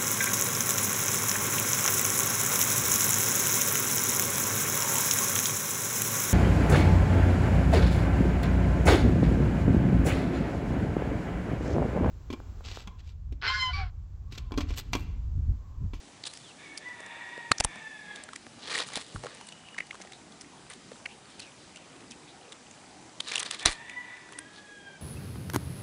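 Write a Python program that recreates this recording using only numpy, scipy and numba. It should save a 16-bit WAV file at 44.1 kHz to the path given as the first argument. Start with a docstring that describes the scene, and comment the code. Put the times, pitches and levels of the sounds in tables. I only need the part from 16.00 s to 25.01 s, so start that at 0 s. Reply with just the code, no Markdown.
"""A room with a hard floor, where a cat bites and tears grass in a plastic pot close to a small camera mic.
Up front, blades snap crisply, tearing fibres rasp and ring the thin pot, and pot and camera bump.
The tongue licks in gliding puffs of noise and the wet mouth crackles as it chews.
Far off, a rooster crows twice, hoarse and smeared by the yard's echo.
Underneath sits a bed of room hum and hiss, with a faint breathy whistle for a moment."""
import sys
import numpy as np
from scipy import signal
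from scipy.io import wavfile
from scipy.ndimage import uniform_filter1d
from numba import njit

SR = 44100
rng = np.random.default_rng(int(sys.argv[2]) if len(sys.argv) > 2 else 0)


def materialize(psi):
    """Save the field psi as 16-bit PCM at rate SR to the path in sys.argv[1].

    A 1-D psi becomes a single channel; in a 2-D psi each row is a channel.
    """
    bounded = np.clip(np.atleast_2d(psi).T, -1, 1)
    quanta = np.round(bounded * 32767).astype(np.int16)
    wavfile.write(sys.argv[1], SR, quanta)


N = 397341


def undb(db):
    """Decibels to gain."""
    return 10 ** (np.asarray(db) / 20)


def level(x, db):
    """Scale to an rms level."""
    return x * undb(db) / np.sqrt(np.mean(x ** 2))


@njit
def swept_band(x, hz, width):
    """State-variable band-pass, gain 1 at a centre that may move."""
    y, band_state, low_state = np.empty(len(x)), 0., 0.
    for i in range(len(x)):
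        g, damping = np.tan(np.pi * hz[i] / SR), width / hz[i]
        v = (band_state + g * (x[i] - low_state)) / (1 + g * (g + damping))
        band_state, low_state = 2 * v - band_state, low_state + 2 * g * v
        y[i] = damping * v
    return y


def band(x, hz, width):
    """Band-pass at a steady centre, gain 1 there."""
    g = np.tan(np.pi * hz / SR)
    kg = g * width / hz
    return signal.lfilter([kg, 0, -kg], [1 + kg + g * g, 2 * g * g - 2, 1 - kg + g * g], x)


def steep_band(x, hz, width):
    """The same band-pass twice, for steeper skirts."""
    return band(band(x, hz, width), hz, width)


def drift(rate):
    """Smooth random modulator: values held 1 / rate s and slewed twice, spread near 1."""
    hold = int(SR / rate)
    steps = np.repeat(rng.standard_normal(N // hold + 1), hold)
    return 1.564 * uniform_filter1d(uniform_filter1d(steps, hold), hold)[:N]


def add(out, x, time):
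    """Mix a short sound in at a time in seconds."""
    i = int(time * SR)
    out[i:i + len(x)] += x[:N - i]


def strike(t, t60, attack):
    """Percussive envelope: quick attack, exponential decay, peak 1."""
    envelope = (1 - np.exp(-t / attack)) ** 2 * np.exp(-np.log(1000) * t / t60)
    return envelope / envelope.max()


# EQ curve of the room tone: (frequency [Hz], relative band gain [dB])
ROOM_EQ = [(15, -47), (25, -17), (142, 2), (309, 2.5), (408, -2.5), (551, -4.5), (746, -1.5), (1120, -8),
           (1990, -8.5), (2830, -10.5), (3550, -10.5), (8770, -12), (10200, -17), (13300, -51),
           (22000, -120)]


def room_tone(level_db=-52.5, hiss_from_hz=1500):
    """Hum and hiss in third-octave noise bands that swell a little together and flicker separately."""
    out, swell_db = 0, 0.5 * drift(1.185)
    eq_hz, eq_db = np.transpose(ROOM_EQ)
    for hz in 30 * 2 ** np.arange(0, 8.5, 1 / 3):
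        flicker_db = (2.25 if hz < hiss_from_hz else .9) * drift(12)
        db = np.interp(np.log(hz), np.log(eq_hz), eq_db) + swell_db + flicker_db
        out = out + undb(db) * steep_band(rng.standard_normal(N), hz, hz / 3)
    return level(out, level_db)


def whistle(start_s=2.4, end_s=4, fade_s=0.071, level_db=-64):
    """A faint breathy tone: a narrow band of noise that fades in, wavers in level and fades out."""
    t = np.arange(N) / SR
    tone = steep_band(rng.standard_normal(N), hz=2906, width=160) * undb(1.9 * drift(12))
    fade = np.clip(np.minimum(t - start_s, end_s - t) / fade_s, 0, 1)
    return level(tone, level_db) * fade


def yard_echo(dry, t60_s=0.5, wet_db=-2.5):
    """The yard's reflections smear a sound with a diffuse tail."""
    t = np.arange(SR // 2) / SR
    tail = rng.standard_normal(len(t)) * strike(t, t60_s, attack=0.0071)
    tail *= undb(wet_db) / np.sqrt(np.sum(tail ** 2))
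    return dry + signal.fftconvolve(dry, tail)[:N]


# Formant curve of the rooster's throat: (frequency [Hz], gain [dB])
THROAT_EQ = [(400, -29), (860, -15), (930, -6.5), (975, -10.5), (1150, -18), (1450, -2), (1900, 0),
             (2240, 3), (2340, -13), (2450, -22), (2600, -14), (2900, -25), (3200, -10), (3600, -20.5),
             (4000, -42)]
# Noise bands of its breath: (centre [Hz], width [Hz], gain [dB])
BREATH_BANDS = [(837, 660, -6), (1780, 216, 4.5), (2280, 480, -1), (2720, 420, -8), (3550, 390, -4.5)]
# Automation of the crows, one list a note: (time [s], pitch [Hz], voice gain [dB], breath gain [dB])
CROW_NOTES = [
    [(.57, 1120, -57, -51), (.64, 1120, -62, -48.5), (.7, 1110, -51.5, -56), (.75, 1118, -57, -50),
     (.79, 1070, -62, -57)],
    [(.8, 950, -56, -43), (.86, 988, -45.5, -52), (.95, 963, -49.5, -52.5), (1.06, 935, -53, -46),
     (1.15, 931, -52.5, -44), (1.25, 956, -45, -46), (1.38, 940, -45.5, -47), (1.49, 932, -47, -53),
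     (1.6, 898, -57, -51), (1.77, 884, -55, -45), (1.86, 871, -43.5, -54.5), (2.15, 817.4, -50, -52.5),
     (2.28, 791, -74, -58)],
    [(7.6, 975, -47, -33.5), (7.72, 960, -55, -51), (7.77, 880, -49, -59), (7.8, 902, -44.5, -50),
     (7.83, 968, -47.5, -51), (7.92, 976, -47, -48), (7.98, 981, -36, -61), (8.04, 973, -47, -52),
     (8.12, 974, -48, -48.5), (8.17, 970, -62, -53.5), (8.3, 966, -59, -60), (8.4, 960, -55, -58),
     (8.48, 930, -67, -76)],
    [(8.38, 786, -49, -59), (8.46, 830, -54.5, -76), (8.58, 843, -47.5, -73), (8.68, 828, -53.5, -77),
     (8.76, 823, -47.5, -70), (8.88, 795.5, -48.5, -67), (8.95, 773, -55, -73), (9.04, 755, -66, -66.5)],
]


def rooster(fade_s=0.028, trim_db=-3):
    """Trembling harmonics shaped by the throat, subharmonics from alternate cycles, and raspy breath."""
    out = np.zeros(N)
    tremble, flutter = drift(120), drift(50)
    breath = level(sum(undb(db) * steep_band(rng.standard_normal(N), hz, width)
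                       for hz, width, db in BREATH_BANDS), 0)
    throat_hz, throat_db = np.transpose(THROAT_EQ)
    for note in CROW_NOTES:
        times, *lanes = np.transpose(note)
        i = np.arange(int(times[0] * SR), min(int(times[-1] * SR), N))
        t = i / SR
        hz, voice_db, breath_db = (np.interp(t, times, lane) for lane in lanes)
        # a hoarser voice has more subharmonics and a shakier pitch
        hoarseness = undb(breath_db - voice_db)
        sub_gain = 0.03 + 0.15 * hoarseness
        jitter = (0.0035 + 0.0056 * np.minimum(hoarseness, 1)) * tremble[i]
        phase = 2 * np.pi * np.cumsum(hz * (1 + jitter)) / SR

        def partial(k):
            return np.sqrt(2) * undb(np.interp(k * hz, throat_hz, throat_db)) * np.sin(k * phase)

        voice = sum(partial(k) + sub_gain * partial(k - .5) for k in range(1, 5))
        voice *= undb(voice_db + 1.5 * flutter[i] + 2.8 * tremble[i])
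        fade = np.clip(np.minimum(t - times[0], times[-1] - t) / fade_s, 0, 1)
        out[i] += fade * (voice + undb(breath_db) * breath[i])
    return undb(trim_db) * out


def chewing(start_s=2, end_s=7.5, clicks_per_s=15.5, softest_db=-48.5, low_hz=1200, high_hz=5440):
    """Scattered tiny clicks of the wet mouth, each a short ring at its own pitch."""
    out, t, time = np.zeros(N), np.arange(500) / SR, start_s
    envelope = strike(t, t60=0.0066, attack=0.00026)
    for gap, pitch, size in rng.random((200, 3)):
        time -= np.log(gap) / clicks_per_s
        if time < end_s:
            hz = low_hz * (high_hz / low_hz) ** pitch
            add(out, undb(softest_db - np.log(size)) * envelope * np.sin(2 * np.pi * hz * t), time)
    return out


# Tongue strokes: (time [s], length [s], sweep from [Hz], sweep to [Hz], width [Hz], level [dB])
TONGUE_STROKES = [(0.282, .03, 4080, 3980, 300, -53), (0.422, 0.11, 3860, 2470, 110, -57.5),
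                  (3.643, 0.082, 2900, 2900, 500, -59), (3.786, 0.054, 2200, 2000, 700, -54),
                  (4.127, 0.055, 3550, 4200, 700, -60), (5.07, 0.084, 2280, 3180, 900, -56.5),
                  (5.383, 0.15, 3000, 2100, 300, -58), (5.74, 0.13, 2980, 2400, 700, -62.5),
                  (6.103, 0.041, 3040, 2550, 800, -54.5), (6.254, 0.092, 3530, 4100, 1200, -62),
                  (6.421, 0.059, 3020, 2500, 700, -63)]


def licks():
    """Puffs of grainy noise through the gliding resonance of the closing mouth."""
    out = np.zeros(N)
    wet_noise = rng.standard_normal(N) * undb(1.6 * drift(150))
    for time, length, from_hz, to_hz, width, db in TONGUE_STROKES:
        sweep = np.linspace(from_hz, to_hz, int(length * SR))
        puff = wet_noise[int(time * SR):][:len(sweep)]
        for _ in range(2):
            puff = swept_band(puff, sweep, float(width))
        add(out, level(puff * np.sqrt(np.hanning(len(sweep))), db), time)
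    return out


# Low thumps of pot and camera: (time [s], level [dB], pitch [Hz], decay by 60 dB [s])
THUMPS = [(1.495, -55, 100, 0.046), (1.512, -21.5, 105, 0.03), (1.602, -24.5, 30, 0.041),
          (1.649, -23.5, 27, 0.077), (1.76, -44.5, 209.3, 0.071), (2.969, -31.5, 210, 0.018),
          (3.147, -38, 40, 0.2), (3.147, -31, 129, 0.12), (3.157, -30.5, 107, 0.11),
          (3.19, -43.5, 127, 0.3), (3.24, -52, 239, .2), (7.658, -20.5, 35, 0.043),
          (7.662, -29, 319, 0.072), (7.689, -30, 22, 0.11)]


def bumps():
    """Each knock sets off a slow, heavily damped swing of the microphone body."""
    out, t = np.zeros(N), np.arange(12000) / SR
    for time, db, hz, t60 in THUMPS:
        add(out, undb(db) * strike(t, t60, attack=0.00053) * np.cos(2 * np.pi * hz * t), time)
    return out


# Resonances of the plastic pot: (centre [Hz], half-width [Hz], relative level [dB])
POT_MODES = [(470, 57, 6.5), (1187, 20, 8), (1806, 180, 14), (2340, 9.2, 3.5)]
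# Pulls on the grass: (time at full level [s], attack [s], hold [s], release [s], pot level [dB],
# rasp over pot [dB], hiss over pot [dB])
GRASS_PULLS = [(0.266, 0.0084, 0.013, 0.0072, -48, 8, 5), (0.296, .02, 0.11, 0.44, -67, 10, 6.5),
               (2.167, 0.048, 0.023, 0.086, -51, -4, -24), (2.627, 0.011, 0.061, .05, -53, 6, -16),
               (2.746, 0.12, 0.063, 0.049, -35, -0.5, -9.5), (2.876, .04, 0.039, .05, -49.5, -2, -6.5),
               (2.959, 0.072, 0.023, 0.056, -40, 0, -14), (3.006, .03, 0.09, 0.44, -60.5, 3.5, 6.5),
               (3.27, 0.035, 0.015, 0.33, -50.5, -4.5, -20), (4.0, 0.25, 0.044, 0.22, -60, -19, -22),
               (4.703, 0.0038, 0.0076, .06, -49.5, -5, -1), (5.305, 0.036, 0.033, 0.044, -63, 6.5, -2),
               (5.415, 0.012, .02, 0.06, -61.5, 8, -1), (7.296, 0.08, 0.053, 0.035, -44, 6, -6),
               (7.337, 0.062, 0.056, 0.28, -40.5, -7, -30), (7.453, 0.0082, 0.018, 0.025, -45, 6, -9),
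               (7.51, 0.022, 0.041, 0.032, -43.5, 2, -16), (7.592, .01, 0.028, 0.013, -50, 5.5, -1),
               (7.655, 0.0045, 0.0066, 0.068, -26.5, -1, -13), (7.685, 0.014, 0.03, 0.043, -42, 0, 5),
               (8.548, 0.077, 0.039, 0.088, -67, 11, 2)]


def tearing(cracks_per_s=1000, ramp_db=20):
    """Dense clumps of uneven fibre cracks ring the thin pot, rasp along the blades and hiss."""
    onsets = rng.random(N) < cracks_per_s / SR
    sizes = undb(np.minimum(3 * rng.exponential(size=N), 7))
    grains = level(np.convolve(onsets * sizes, np.hanning(96))[:N], 0)  # about 2 ms a crack
    texture = (grains + 0.62) * undb(1.3 * drift(60))  # cracks over a steady rub
    cracks = texture * rng.standard_normal((4, N))
    modes = sum(undb(db) * band(cracks[0], hz, 2 * half_width) * np.sqrt(1000 / half_width)
                for hz, half_width, db in POT_MODES)
    body = band(cracks[1], 1090, 1500)
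    pot = level(level(modes, -3) + level(body, -2.8), 0)
    rasp = level(band(band(cracks[2], 3550, 2400), 4030, 2300), 0)
    hiss = level(steep_band(cracks[3], 8200, 8700), 0) * undb(3.6 * drift(44))
    power, t = np.zeros((3, N)), np.arange(N) / SR
    for time, attack, hold, release, db, rasp_db, hiss_db in GRASS_PULLS:
        span = slice(max(int((time - 2 * attack) * SR), 0), int((time + hold + 2 * release) * SR))
        # a pull gains ramp_db over each attack time and loses it over each release time
        ramp = np.maximum((time - t[span]) / attack, (t[span] - time - hold) / release)
        pull_db = db - ramp_db * np.maximum(ramp, 0)
        power[:, span] += undb(pull_db + np.array([[0], [rasp_db], [hiss_db]])) ** 2
    return np.sum(np.sqrt(power) * [pot, rasp, hiss], axis=0)


# Snaps of blades, teeth and lips: (time [s], base level [dB], ring [Hz], treble offset [dB])
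BITE_SNAPS = [(.239, -28, 4150, -9), (.255, -27, 3700, -12), (.337, -38, 4900, 6), (0.352, -39, 4960, -14),
              (.365, -40, 5000, -14), (0.374, -35.5, 4900, 1.5), (0.777, -28, 4540, 2.5),
              (0.783, -42, 4800, 10), (0.889, -43.5, 475, -4), (1.005, -39.5, 452, 2), (1.064, -41, 500, 3),
              (1.168, -44, 400, -20), (1.378, -33, 450, -17), (1.5172, -4.5, 1170, -5),
              (1.5193, -8.5, 4240, -7), (1.584, -25.5, 6000, -6), (1.603, -31, 6190, -9),
              (1.6028, -15.5, 5000, 4), (1.607, -15, 810, 2), (1.641, -22, 6450, 0),
              (1.6469, -13, 8900, -10), (1.6485, -16.5, 694, 4.5), (1.7585, -36, 971, -1),
              (2.16, -34, 3500, 1), (2.238, -30, 8200, -16), (2.2896, -31.5, 1580, -16),
              (2.334, -30, 1275, -7), (2.361, -31.5, 1960, 2.5), (2.467, -38, 496, -9),
              (2.631, -35, 3960, -21), (2.685, -31.5, 450, -20), (2.7043, -26, 3730, -12),
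              (2.729, -22.5, 1970, -6), (2.7517, -22, 1930, -12), (2.756, -20, 2090, -3),
              (2.779, -21.5, 1940, -2), (2.7885, -19, 2800, -5), (2.823, -33, 2000, -5),
              (2.936, -30.5, 1970, 1.5), (2.9571, -20, 3680, -2.5), (2.9666, -27.5, 3880, 0),
              (2.974, -26.5, 623, 0), (3.161, -28.5, 1190, -18), (3.238, -28, 490, -40),
              (3.247, -30, 530, -25), (3.259, -27.5, 447, -25), (3.268, -28, 1050, -15),
              (3.349, -38, 8350, 0), (3.412, -35, 950, -6), (3.471, -37, 8100, -3), (3.4888, -36, 3900, 1),
              (3.524, -34.5, 3040, -4), (3.687, -37, 2740, -11), (3.7456, -37, 1680, -8),
              (3.766, -40, 1000, -12), (3.78, -39, 2500, -5), (3.783, -22.5, 1980, -17),
              (3.787, -20, 1970, -15), (3.8057, -18.5, 2130, -25), (3.87, -45, 4500, 2),
              (3.91, -25.5, 2170, -22), (3.93, -40, 1090, -13), (3.9456, -37.5, 1010, -3),
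              (3.954, -38, 1220, -6), (4.003, -38, 513, -15), (4.016, -38.5, 2000, 6),
              (4.021, -34.5, 5960, -6), (4.037, -43, 1200, -20), (4.05, -37, 676, -20),
              (4.0735, -41, 2020, -5), (4.1225, -38.5, 2200, 0), (4.134, -35.5, 3800, -10),
              (4.323, -41, 3400, -7), (4.412, -36.5, 5250, 0), (4.418, -34, 7960, -7),
              (4.701, -31, 9100, -14), (4.706, -39, 1930, -3), (4.737, -38, 3480, 0),
              (4.918, -33.5, 463, -28), (4.958, -42.5, 1300, -9), (5.001, -43, 1310, -18),
              (5.06, -20.5, 2190, -40), (5.3963, -38, 2430, 6), (5.402, -31, 4300, -3),
              (5.579, -46, 2500, -15), (5.7608, -38, 2740, 2), (5.772, -41, 2870, 1),
              (5.93, -49, 2900, -17), (5.964, -42, 368, -17), (6.007, -47, 2720, -3),
              (6.111, -35, 5400, -2), (6.119, -35.5, 5930, -2.5), (6.285, -49, 3300, -15),
              (6.523, -32.5, 3550, 0), (6.528, -36, 3380, 0.5), (6.669, -43, 2700, -17),
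              (6.7125, -37.5, 6800, -5), (7.2055, -18.5, 3530, -1.5), (7.285, -27, 4030, -3),
              (7.3202, -26.5, 2140, 3), (7.338, -26, 3800, -4), (7.3571, -16.5, 2780, 1),
              (7.3653, -23, 3470, -3), (7.3808, -19.5, 2820, -1), (7.396, -26, 4970, 6.5),
              (7.401, -26, 6130, 5.5), (7.405, -25.5, 3200, 2), (7.414, -33, 3970, -10),
              (7.4304, -26, 3570, 5), (7.5118, -21.5, 3460, 4), (7.548, -33.5, 1980, 2),
              (7.596, -28, 3360, -1), (7.629, -36, 1890, 5), (7.6589, -4, 3740, 5.5),
              (7.661, -17.5, 810, -10), (7.6675, -19, 3770, -19), (7.8973, -29.5, 2370, -7),
              (8.17, -39, 2370, -6), (8.29, -37.5, 1510, -8), (8.324, -40.5, 1220, 3.5),
              (8.335, -37.5, 3200, -8), (8.3888, -24, 9400, 0), (8.564, -47, 3400, -15)]


def snaps(lead_s=.006, spike_db=2, spike_s=0.0002, tail_db=-20, tail_s=0.003):
    """Each snap is a brief burst of noise, rising and fading in a few ms around one sharp click."""
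    out, t = np.zeros(N), np.arange(3000) / SR - lead_s  # t is 0 at the click
    impulse = np.zeros(len(t))
    impulse[int(lead_s * SR)] = 1
    spike = undb(spike_db) * np.exp(-np.abs(t) / spike_s)
    mouth_tail = undb(tail_db) * (t > 0) * np.exp(-t / tail_s)
    for time, db, hz, treble_db in BITE_SNAPS:
        noise = rng.standard_normal((4, len(t)))
        length = max(0.0126 - 0.000196 * (db + 36.5), .002)  # louder snaps are tighter
        burst = spike + np.exp(-np.abs(t) / (np.where(t < 0, .2, .17) * length))
        wet_burst = burst + mouth_tail
        ring = steep_band(wet_burst * noise[0], hz, 250 + 0.19 * hz)
        treble = band(band(burst * noise[1], 9500, 9800), 6000, 6200)
        body = band(burst * noise[2], 500, 1300)
        crack = band(band(wet_burst * noise[3], 2500, 5700), 2700, 4300)
        click = steep_band(impulse, hz, 2.23 * hz) * np.sign(noise[0, 0])
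        body_db = -8 - 5 * np.log2(hz / 1000)  # lower rings thud more
        crack_db = -2.5 + 0.43 * treble_db
        # the click takes a smaller share of loud snaps and of dull ones
        click_db = -2.5 - 0.1247 * (min(db, -14) + 27) + 0.2 * min(treble_db, 0)
        layers = (ring, -2), (treble, treble_db), (body, body_db), (crack, crack_db), (click, click_db)
        snap = sum(undb(db + offset_db) * x / np.abs(x).max() for x, offset_db in layers)
        add(out, snap, time - lead_s)
    return out


def scene():
    """Mono mix of the close cat, the distant rooster and the room bed."""
    grass_and_pot = snaps() + bumps() + tearing()
    mix = grass_and_pot + licks() + yard_echo(rooster()) + room_tone() + whistle() + chewing()
    return mix[None]


def record(dry, ceiling=.7, cutoff_hz=10150):
    """The camera soft-clips the loudest peaks and cuts the top end steeply."""
    rounded = ceiling * np.tanh(dry / ceiling)
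    low_pass = signal.ellip(10, .2, 60, cutoff_hz, fs=SR, output="sos")
    return signal.sosfilt(low_pass, rounded)


dry = scene()
out = record(dry)
materialize(out)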